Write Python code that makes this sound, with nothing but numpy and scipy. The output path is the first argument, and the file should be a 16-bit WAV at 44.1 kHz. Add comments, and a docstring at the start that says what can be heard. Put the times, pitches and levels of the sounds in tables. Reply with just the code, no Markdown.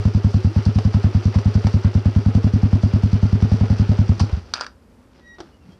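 """The uneven thump of an idling single-cylinder four-stroke go-kart, heard from the driver's helmet.
Each firing rings the muffler, the intake gulps half a turn later, and chain and valve gear clatter.
The chassis knocks, and the thumps start to boom as the kart rolls into a garage. The ignition is cut
and the drive clacks to rest. Clothes rustle, a dry pedal squeaks and drops back on its stop,
and a faint bird calls over the outdoor air."""
import sys
import numpy as np
from scipy import signal
from scipy.fft import rfft, irfft
from scipy.io import wavfile
from scipy.ndimage import uniform_filter1d

SR = 44100
rng = np.random.default_rng(int(sys.argv[2]) if len(sys.argv) > 2 else 0)


def master(y):
    """Save y as 16-bit WAV."""
    cut = np.clip(np.atleast_2d(y).T, -1, 1)
    pcm = np.round(cut * 32767)  # scale
    wavfile.write(sys.argv[1], SR, pcm.astype(np.int16))


N = 255339
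T = np.arange(N) / SR
FIRST_FIRING_S, IGNITION_OFF_S, IDLE_CYCLE_S = -.04, 4.25, .095

# the idle hunts, sagging and catching again: (time [s], crank speed [rpm])
IDLE_SPEED = [(0.0, 1290.0), (0.39, 1197.0), (0.5, 964.0), (0.65, 1272.0), (0.93, 1288.0), (1.13, 1097.0),
              (1.69, 1324.0), (1.74, 1129.0), (2.2, 1155.0), (2.27, 1344.0), (2.7, 1225.0), (2.75, 1126.0),
              (3.11, 1271.0), (3.21, 1188.0), (3.58, 1316.0), (4.01, 1216.0), (4.12, 1036.0), (4.3, 1011.0)]
# the way into the garage: (time [s], share of the kart inside [0-1])
KART_INSIDE = [(0, 0.14), (1.7, 0), (2.3, 0.4), (3.2, .95), (5.79, 1)]
# a last, unfired stroke of cold gas: (time [s], exhaust [dB], intake [dB], share of hot pitch [0-1])
COLD_STROKE = (4.3271, -4.5, -9.5, .86)
# exhaust and intake resonances: (hot pitch [Hz], width [Hz], gain [dB])
MUFFLER, HEADER = (85.9, 44.9, 16), (205, 23.7, 19.4)
AIRBOX, RUNNER = (101.8, 15.1, 19.13), (243.2, 35, 10.25)
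# breathy rush of gas: (frequency [Hz], relative level [dB])
GAS_EQ = [(150, -16), (400, 7), (600, 4), (950, -1.5), (1300, -8), (2500, -19.5), (5000, -20), (7000, -30),
          (10000, -38.5), (14000, -66.5)]
# bright edge of struck metal: (frequency [Hz], relative level [dB])
METAL_EQ = [(1500, -21.5), (3000, -12), (3800, -10), (4500, -1), (4900, -1.5), (5300, -3.5), (5850, -3.5),
            (6400, -13.5), (7500, -19.5), (10000, -25.5), (11500, -46.5), (14000, -49)]
# standing waves of the garage: (frequency [Hz], width [Hz], gain [dB])
GARAGE_MODES = [(60.1, 2.1, -10), (137, 7.2, -18.5), (258, 24, -8.5), (665, 93, -3)]
# standing waves of its doorway: (frequency [Hz], width [Hz], gain [dB])
DOOR_MODES = [(265.4, 31, -2), (297, 37, -3.5)]
# boxy body of the engine case: (frequency [Hz], relative level [dB])
CASE_EQ = [(150, -19), (330, 7), (600, -0.5), (850, -1.5), (1050, -4.5), (1350, -1.5), (1700, -7),
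           (2200, -8.5), (2800, -9), (3600, -13.5), (5000, -21.5), (9000, -42.5)]
# fader ride of the clatter: (time [s], level [dB])
CLATTER_RIDE = [(0, -40), (.45, -40.5), (.75, -39), (1.55, -38), (2.1, -40.5), (2.7, -40), (3.8, -37.5),
                (4.15, -41.5)]
# ring of the cooling fins and covers: (frequency [Hz], width [Hz], gain [dB])
FIN_MODES = [(840, 26, -7.5), (1266, 4.3, 0), (1405, 5.3, -3), (2710, 21, -7), (4840, 22, -1),
             (5803, 35, -6), (9000, 43, -0.5)]
# low bed of outdoor air: (frequency [Hz], relative level [dB])
AIR_EQ = [(18, -42), (30, -12), (70, -2.5), (148, -18), (247, -7), (311, -18.5), (577, -19.5), (691, -29),
          (827, -25), (3970, -44.5), (14000, -47)]
# the driver shifts: (time [s], half width [s], rustle [dB], low bump [dB])
DRIVER_MOVES = [(5.18, 0.053, -59, -60), (5.45, 0.06, -61, -54), (5.7, 0.054, -67, -48.5)]
# clunk of the frame: (frequency [Hz], relative level [dB])
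FRAME_EQ = [(120, -8.5), (330, -0.5), (700, -1), (1050, 0.5), (1500, -10.5), (2500, -12.5), (3700, -18.5),
            (6000, -31.5), (12000, -62)]
# knocks of the chassis: (time [s], frame [dB], bright metal [dB], decay [s])
CHASSIS_KNOCKS = [(.653, -44, -32.5, .005), (.7865, -21.5, -35, 0.0042), (.939, -29.5, -45.5, 0.0056),
                  (1.342, -29.5, -42.5, 0.019), (1.386, -28.5, -38.5, 0.009), (1.668, -22.5, -32, 0.0067),
                  (4.195, -27, -29.5, 0.014), (4.2005, -23, -29, 0.0084), (4.295, -32, -54, 0.0086)]
# hard, midrange body of the drive: (frequency [Hz], relative level [dB])
DRIVE_EQ = [(200, -23), (700, -14.5), (1100, -11.5), (1380, -2), (1700, -5.5), (2050, -20.5), (2400, -14.5),
            (3500, -24), (7000, -36), (12000, -61)]
# clink of its steel parts: (frequency [Hz], relative level [dB])
STEEL_EQ = [(2000, -34), (3200, -18.5), (3750, -9.5), (4200, -11.5), (4550, -1.5), (4900, 3), (5250, -11.5),
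            (5820, -7.5), (6300, -20), (7500, -30), (9100, -27.5), (11500, -56)]
# clacks of the stopping drive: (time [s], body [dB], steel [dB], decay [s])
STOP_CLACKS = [(4.5375, -17, -11.5, 0.0026), (4.6097, -16, -17, 0.0018), (4.6652, -25, -29, 0.0018)]
# hollow tock of the pedal: (frequency [Hz], relative level [dB])
PEDAL_EQ = [(120, -8), (230, -7), (340, 9), (480, -8), (680, 0.5), (950, -8.5), (1400, -6), (2500, -23),
            (3700, -17), (6000, -36), (12000, -67)]
# the pedal drops back on its stop: (time [s], pedal [dB], bright metal [dB], decay [s])
PEDAL_HITS = [(5.345, -58, -61, 0.0071), (5.384, -38.5, -55, 0.016), (5.4032, -26, -37.5, 0.0044),
              (5.72, -56, -61, 0.017)]
# distant chirps: (time [s], length [s], start pitch [Hz], end pitch [Hz], level [dB])
BIRD_NOTES = [(5.5, 0.089, 2970, 2850, -62), (5.59, 0.083, 2780, 2650, -65),
              (5.686, 0.089, 3180, 3320, -60.5)]


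def undb(db):
    """Decibels to gain."""
    return 10 ** (np.asarray(db) / 20)


def unit(x):
    """Scale to rms 1."""
    return x / np.sqrt(np.mean(x ** 2))


def add(track, s, sound):
    """Mix a sound into a track at time s, which may lie before the start."""
    i = int(round(s * SR))
    sound, i = sound[max(-i, 0):], max(i, 0)
    track[i:i + len(sound)] += sound[:max(N - i, 0)]


def drift(rate_hz):
    """Smooth random modulation with a spread near 1."""
    hold = int(SR / rate_hz)
    steps = np.repeat(rng.standard_normal(N // hold + 1), hold)
    return 1.3 * uniform_filter1d(uniform_filter1d(steps, hold), hold)[:N]


def resonate(x, hz, width):
    """One resonance, gain 1 at its centre."""
    return signal.lfilter(*signal.iirpeak(hz, hz / width, fs=SR), x)


def ringing(x, modes):
    """A bank of resonances side by side."""
    return sum(undb(db) * resonate(x, hz, width) for hz, width, db in modes)


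def colour(x, eq, size=2048):
    """Minimum-phase EQ through points of (frequency [Hz], level [dB])."""
    hz, db = np.transpose(eq)
    freq = np.maximum(np.arange(size // 2 + 1) * SR / size, 1)
    cepstrum = irfft(np.log(undb(np.interp(np.log(freq), np.log(hz), db))))
    cepstrum[1:size // 2] *= 2
    cepstrum[size // 2 + 1:] = 0
    impulse = irfft(np.exp(rfft(cepstrum)))[:size // 2]
    return signal.fftconvolve(x, impulse)[:len(x)]


def noise(eq):
    """Steady coloured noise at rms 1."""
    return unit(colour(rng.standard_normal(N), eq))


def puff(t, rise_s):
    """Flow through a valve that opens at t = 0: it swells and dies away."""
    u = np.maximum(t, 0) / rise_s
    return u * np.exp(-u)


def swell(t, centre, width):
    """A bell-shaped fade in and out."""
    return np.exp(-.5 * ((t - centre) / width) ** 2)


def inside(s):
    """How far the kart is inside the garage at time s, 0 to 1."""
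    return np.clip(np.interp(s, *np.transpose(KART_INSIDE)), 0, 1)


def firings():
    """The engine's beat: one firing time for every two crank turns, until the ignition is cut."""
    s = T + FIRST_FIRING_S
    rpm = np.interp(s, *np.transpose(IDLE_SPEED))
    cycles = np.cumsum(rpm) / (2 * 60 * SR)
    return np.interp(np.arange(np.interp(IGNITION_OFF_S, s, cycles)), cycles, s)


def fired_strokes(intake_db_per_doubling=5, run_down_s=4.05, run_down_db=-1.5):
    """Uneven hot strokes, in rows like COLD_STROKE; a slow turn draws less air."""
    s = firings()
    scatter = rng.standard_normal((len(s), 2)).T
    rpm = np.interp(s, *np.transpose(IDLE_SPEED))
    doublings = np.log2(rpm * IDLE_CYCLE_S / (2 * 60))
    exhaust_db = .15 - .13 * inside(s) + .44 * scatter[0]
    intake_db = 1.1 + intake_db_per_doubling * doublings + .5 * scatter[1]
    intake_db += run_down_db * (s > run_down_s)
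    return list(zip(s, exhaust_db, intake_db, np.ones(len(s))))


def thump(cycle_s, exhaust_db, intake_db, tuning, idle_lag_s=.0225, lift_s=.0017):
    """One puff rings the exhaust, the next the intake; a slower turn delays the second."""
    t = T[:SR // 4] - .001
    ring = lambda x, mode: undb(mode[2]) * resonate(x, mode[0] * tuning, mode[1])
    lift = lambda flow: uniform_filter1d(flow, int(lift_s * SR))  # the cam opens a valve gradually
    lag_s = idle_lag_s + .087 * (cycle_s - IDLE_CYCLE_S)
    blow = undb(exhaust_db) * lift(puff(t, rise_s=.0019))
    suck = undb(intake_db) * lift(puff(t - lag_s, rise_s=.00055))
    muffler = resonate(ring(blow, MUFFLER), MUFFLER[0] * tuning, MUFFLER[1])  # two chambers in a row
    header = tuning ** 9 * ring(blow, HEADER)  # only hot gas rings it fully
    return header - muffler + ring(suck, RUNNER) - ring(suck, AIRBOX)


def carburettor(cycle_s, scatter, base_hz=435, hoot_db=-32, sag=1.2):
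    """Cylinder and inlet hoot like a bottle, rising as the piston shrinks the volume."""
    t = T[:SR // 4]
    speed = IDLE_CYCLE_S / cycle_s
    crank_s = t * speed
    top_hz = base_hz * speed ** sag * (1 + .015 * scatter[0])  # lower on a slow turn
    scoop = 1 - .4 / (1 + np.exp((crank_s - .036) / .0087))
    tone = np.sin(2 * np.pi * np.cumsum(top_hz * scoop) / SR)
    flutter = 1 + .35 * unit(resonate(rng.standard_normal(len(t)), 60, 100))
    return undb(hoot_db + 1.5 * scatter[1]) * flutter * swell(crank_s, centre=.055, width=.012) * tone


def engine(blowdown_db=-24, gulp_db=-30.5, tappet_db=-38.5, spit_db=-36.5, last_cycle_s=.34):
    """Each cycle layers a low thump and hoot, two breaths of gas and two bright valve ticks."""
    strokes = fired_strokes() + [COLD_STROKE]
    cycles_s = [*np.diff([row[0] for row in strokes]), last_cycle_s]
    thumps, gas, ticks = np.zeros((3, N))
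    t = T[:SR // 8]
    scatters = rng.standard_normal((len(strokes), 6))
    for (s, exhaust_db, intake_db, tuning), cycle_s, scatter in zip(strokes, cycles_s, scatters):
        hoot = undb(intake_db - 4 * inside(s)) * carburettor(cycle_s, scatter)
        add(thumps, s - .001, thump(cycle_s, exhaust_db, intake_db, tuning) + hoot)
        add(gas, s - .004, undb(blowdown_db + 2 * exhaust_db + scatter[2]) * puff(t, rise_s=.0032))
        add(gas, s + .02, undb(gulp_db + intake_db + 2 * scatter[3]) * puff(t, rise_s=.0086))
        # the tappet takes up its play, then the first gas spits past the exhaust valve
        add(ticks, s - .012, undb(tappet_db + 2.7 * scatter[4]) * puff(t, rise_s=.002))
        add(ticks, s - .001, undb(spit_db + 1.7 * scatter[5]) * puff(t, rise_s=.0017))
    breath = gas * undb(.5 * inside(T)) * noise(GAS_EQ)
    return thumps + breath + ticks * noise(METAL_EQ)


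def reverb_tail(t60_s, predelay_s, eq):
    """Dense reflections as a coloured, dying burst of noise."""
    t = T[:SR // 2]
    return colour(rng.standard_normal(len(t)) * undb(-60 * t / t60_s) * (t > predelay_s), eq)


def boom(x, t60_s=.56, wet_db=-20):
    """The thumps ring the doorway while the kart passes through it, and the whole garage once it is in."""
    share = inside(T)
    tail = reverb_tail(t60_s, predelay_s=.012, eq=[(60, .5), (150, 1), (300, 4.5), (700, 9.9), (3000, 3.5)])
    tail /= np.sqrt(t60_s * SR / np.log(10 ** 6))  # a longer decay adds no energy
    wash = undb(wet_db) * signal.fftconvolve(x, tail)[:N]
    doorway = np.sin(np.pi * share) ** 2 * ringing(x, DOOR_MODES)
    return x + share * (ringing(x, GARAGE_MODES) + wash) + doorway


def rattle(eq, rate_hz, spread_db, hiss):
    """Dense small impacts of uneven size over a smooth hiss."""
    hits = (rng.random(N) < rate_hz / SR) * rng.choice([-1, 1], N)
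    sizes = undb(spread_db * np.minimum(rng.exponential(size=N), 4))
    return unit(colour(unit(hits * sizes) + hiss * rng.standard_normal(N), eq))


def clatter(case_db=-1.02, metal_db=-12, coast_s=4.37, fall_s=.057, coast_db=-10, rest_s=4.62):
    """Chain, clutch and valve gear rattle and ring the fins, hardest at each firing, then coast to rest."""
    ride_db = np.interp(T, *np.transpose(CLATTER_RIDE))
    ride_db += coast_db * np.clip((T - coast_s) / fall_s, 0, 1)
    firing_s = firings()
    cycle = np.interp(T, firing_s, np.arange(len(firing_s)))
    throb = np.cos(2 * np.pi * (cycle - .1))
    case = rattle(CASE_EQ, rate_hz=700, spread_db=2.5, hiss=1)
    case *= undb(ride_db + case_db + throb + drift(40))
    metal = rattle(METAL_EQ, rate_hz=600, spread_db=3, hiss=.9)
    metal *= undb(ride_db + metal_db + 2 * throb + 1.6 * drift(40))
    running = (case + metal) * np.clip((rest_s - T) / .08, 0, 1)  # fades out as the drive locks
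    return running + ringing(running, FIN_MODES)


def garage(x, t60_s=.21, wet_db=-18):
    """Short, dull reflections from the cluttered garage, at a constant send level."""
    dull = [(150, -15), (500, 4.5), (2000, -3), (6000, -7), (12000, -14.5)]
    tail = reverb_tail(t60_s, predelay_s=.006, eq=dull)
    return x + undb(wet_db) * signal.fftconvolve(x, tail / np.sqrt(np.sum(tail ** 2)))[:N]


def outdoor_air(level_db=-51.2):
    """A soft, wavering bed of air through the open door."""
    return noise(AIR_EQ) * undb(level_db + drift(12))


def clothes(steady_db=-68, bump_hz=165, bump_width_hz=120):
    """Cloth rustles faintly throughout, and swells with a low bump whenever the driver shifts."""
    cloth = rattle(CASE_EQ, rate_hz=520, spread_db=2.5, hiss=.86)
    cloth += undb(-9.5) * rattle(METAL_EQ, rate_hz=370, spread_db=3.5, hiss=.8)
    rumble = resonate(rng.standard_normal(N), bump_hz, bump_width_hz)
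    bump = unit(resonate(rumble, bump_hz, bump_width_hz))
    shifting = sum(swell(T, s, width) * (undb(cloth_db) * cloth + undb(bump_db) * bump)
                   for s, width, cloth_db, bump_db in DRIVER_MOVES)
    return (undb(steady_db) * cloth + shifting) * undb(2 * drift(30))


def strikes(blows, body_eq, metal_eq, shiver_db, shiver_s):
    """A burst of contact chatter rings a body and the bright metal on it; loose parts shiver on."""
    track, t = np.zeros(N), T[:SR // 5]
    for s, body_db, metal_db, decay_s in blows:
        for eq, db, tail_db in zip((body_eq, metal_eq), (body_db, metal_db), shiver_db):
            envelope = np.hypot(np.exp(-t / decay_s), undb(tail_db) * np.exp(-t / shiver_s))
            hit = colour(rng.standard_normal(len(t)) * envelope, eq)
            makeup_gain = np.sqrt(np.sum(envelope ** 2) / np.sum(hit ** 2))
            add(track, s, undb(db) * makeup_gain * hit)
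    return track


def chassis():
    """The frame knocks and its loose metal rattles."""
    return strikes(CHASSIS_KNOCKS, FRAME_EQ, METAL_EQ, shiver_db=(-20, -13), shiver_s=.046)


def drive(start_s=4.5563, end_s=4.648, tooth_s=.008, body_db=-24.5, steel_db=-36, fade_db_per_s=39.5):
    """The drive clacks to rest, ratcheting tooth by tooth between the clacks."""
    s = np.arange(start_s, end_s, tooth_s)
    accent_db = 1.5 * rng.standard_normal((len(s), 2)).T - fade_db_per_s * (s - start_s)
    decay_s = np.full(len(s), .0015)
    teeth = zip(s, body_db + accent_db[0], steel_db + accent_db[1], decay_s)
    clacks = strikes(STOP_CLACKS, DRIVE_EQ, STEEL_EQ, shiver_db=(-15, -23), shiver_s=.018)
    return clacks + strikes(teeth, DRIVE_EQ, STEEL_EQ, shiver_db=(-22, -12), shiver_s=.011)


def pedal_squeak(start_s=5.2, start_hz=1920, sag_hz_per_s=120, level_db=-47, edge_db=-24):
    """A dry pivot squeaks on a sagging pitch, with more overtones as it rubs harder."""
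    attack_s, hold_s, release_s = .072, .074, .044  # each slope spans edge_db in its time
    t = T - start_s
    hz = (start_hz - sag_hz_per_s * t) * (1 + .0046 * drift(180))
    phase = 2 * np.pi * np.cumsum(hz) / SR
    slack = np.maximum(1 - t / attack_s, 0) + np.maximum(t - attack_s - hold_s, 0) / release_s
    envelope = undb(level_db + edge_db * np.minimum(slack, 10) + drift(90))
    grip = envelope / envelope.max()
    overtones = sum(undb(db) * grip ** (k / 2) * np.sin((k + 2) * phase)
                    for k, db in enumerate((-16, -18, -35)))
    return np.sqrt(2) * envelope * (np.sin(phase) + overtones)


def pedal_stop():
    """The pedal drops back and knocks on its stop."""
    return strikes(PEDAL_HITS, PEDAL_EQ, METAL_EQ, shiver_db=(-17, -22), shiver_s=.037)


def bird(waver=.011):
    """A distant bird whistles short, gliding notes with a slight quiver."""
    track = np.zeros(N)
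    for s, length_s, start_hz, end_hz, db in BIRD_NOTES:
        n = int(length_s * SR)
        hz = np.linspace(start_hz, end_hz, n) * (1 + waver * drift(310)[:n])
        add(track, s, undb(db) * np.hanning(n) * np.sin(2 * np.pi * np.cumsum(hz) / SR))
    return track


def scene():
    """Mono mix: booming engine, metalwork in a short reverb, and the quiet layers left dry."""
    metalwork = clatter() + chassis() + drive() + pedal_stop() + pedal_squeak()
    return (boom(engine()) + garage(metalwork) + outdoor_air() + bird() + clothes())[None]


def record(dry, low_hz=35, dull_hz=11500, top_hz=14300):
    """Master EQ: thin the deepest bass, dull the treble and cut the top steeply."""
    x = signal.sosfiltfilt(signal.butter(2, low_hz, "highpass", fs=SR, output="sos"), dry)
    x = signal.sosfilt(signal.butter(2, dull_hz, fs=SR, output="sos"), x)
    return signal.sosfilt(signal.ellip(10, .2, 90, top_hz, fs=SR, output="sos"), x)


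dry = scene()
out = record(dry)
master(out)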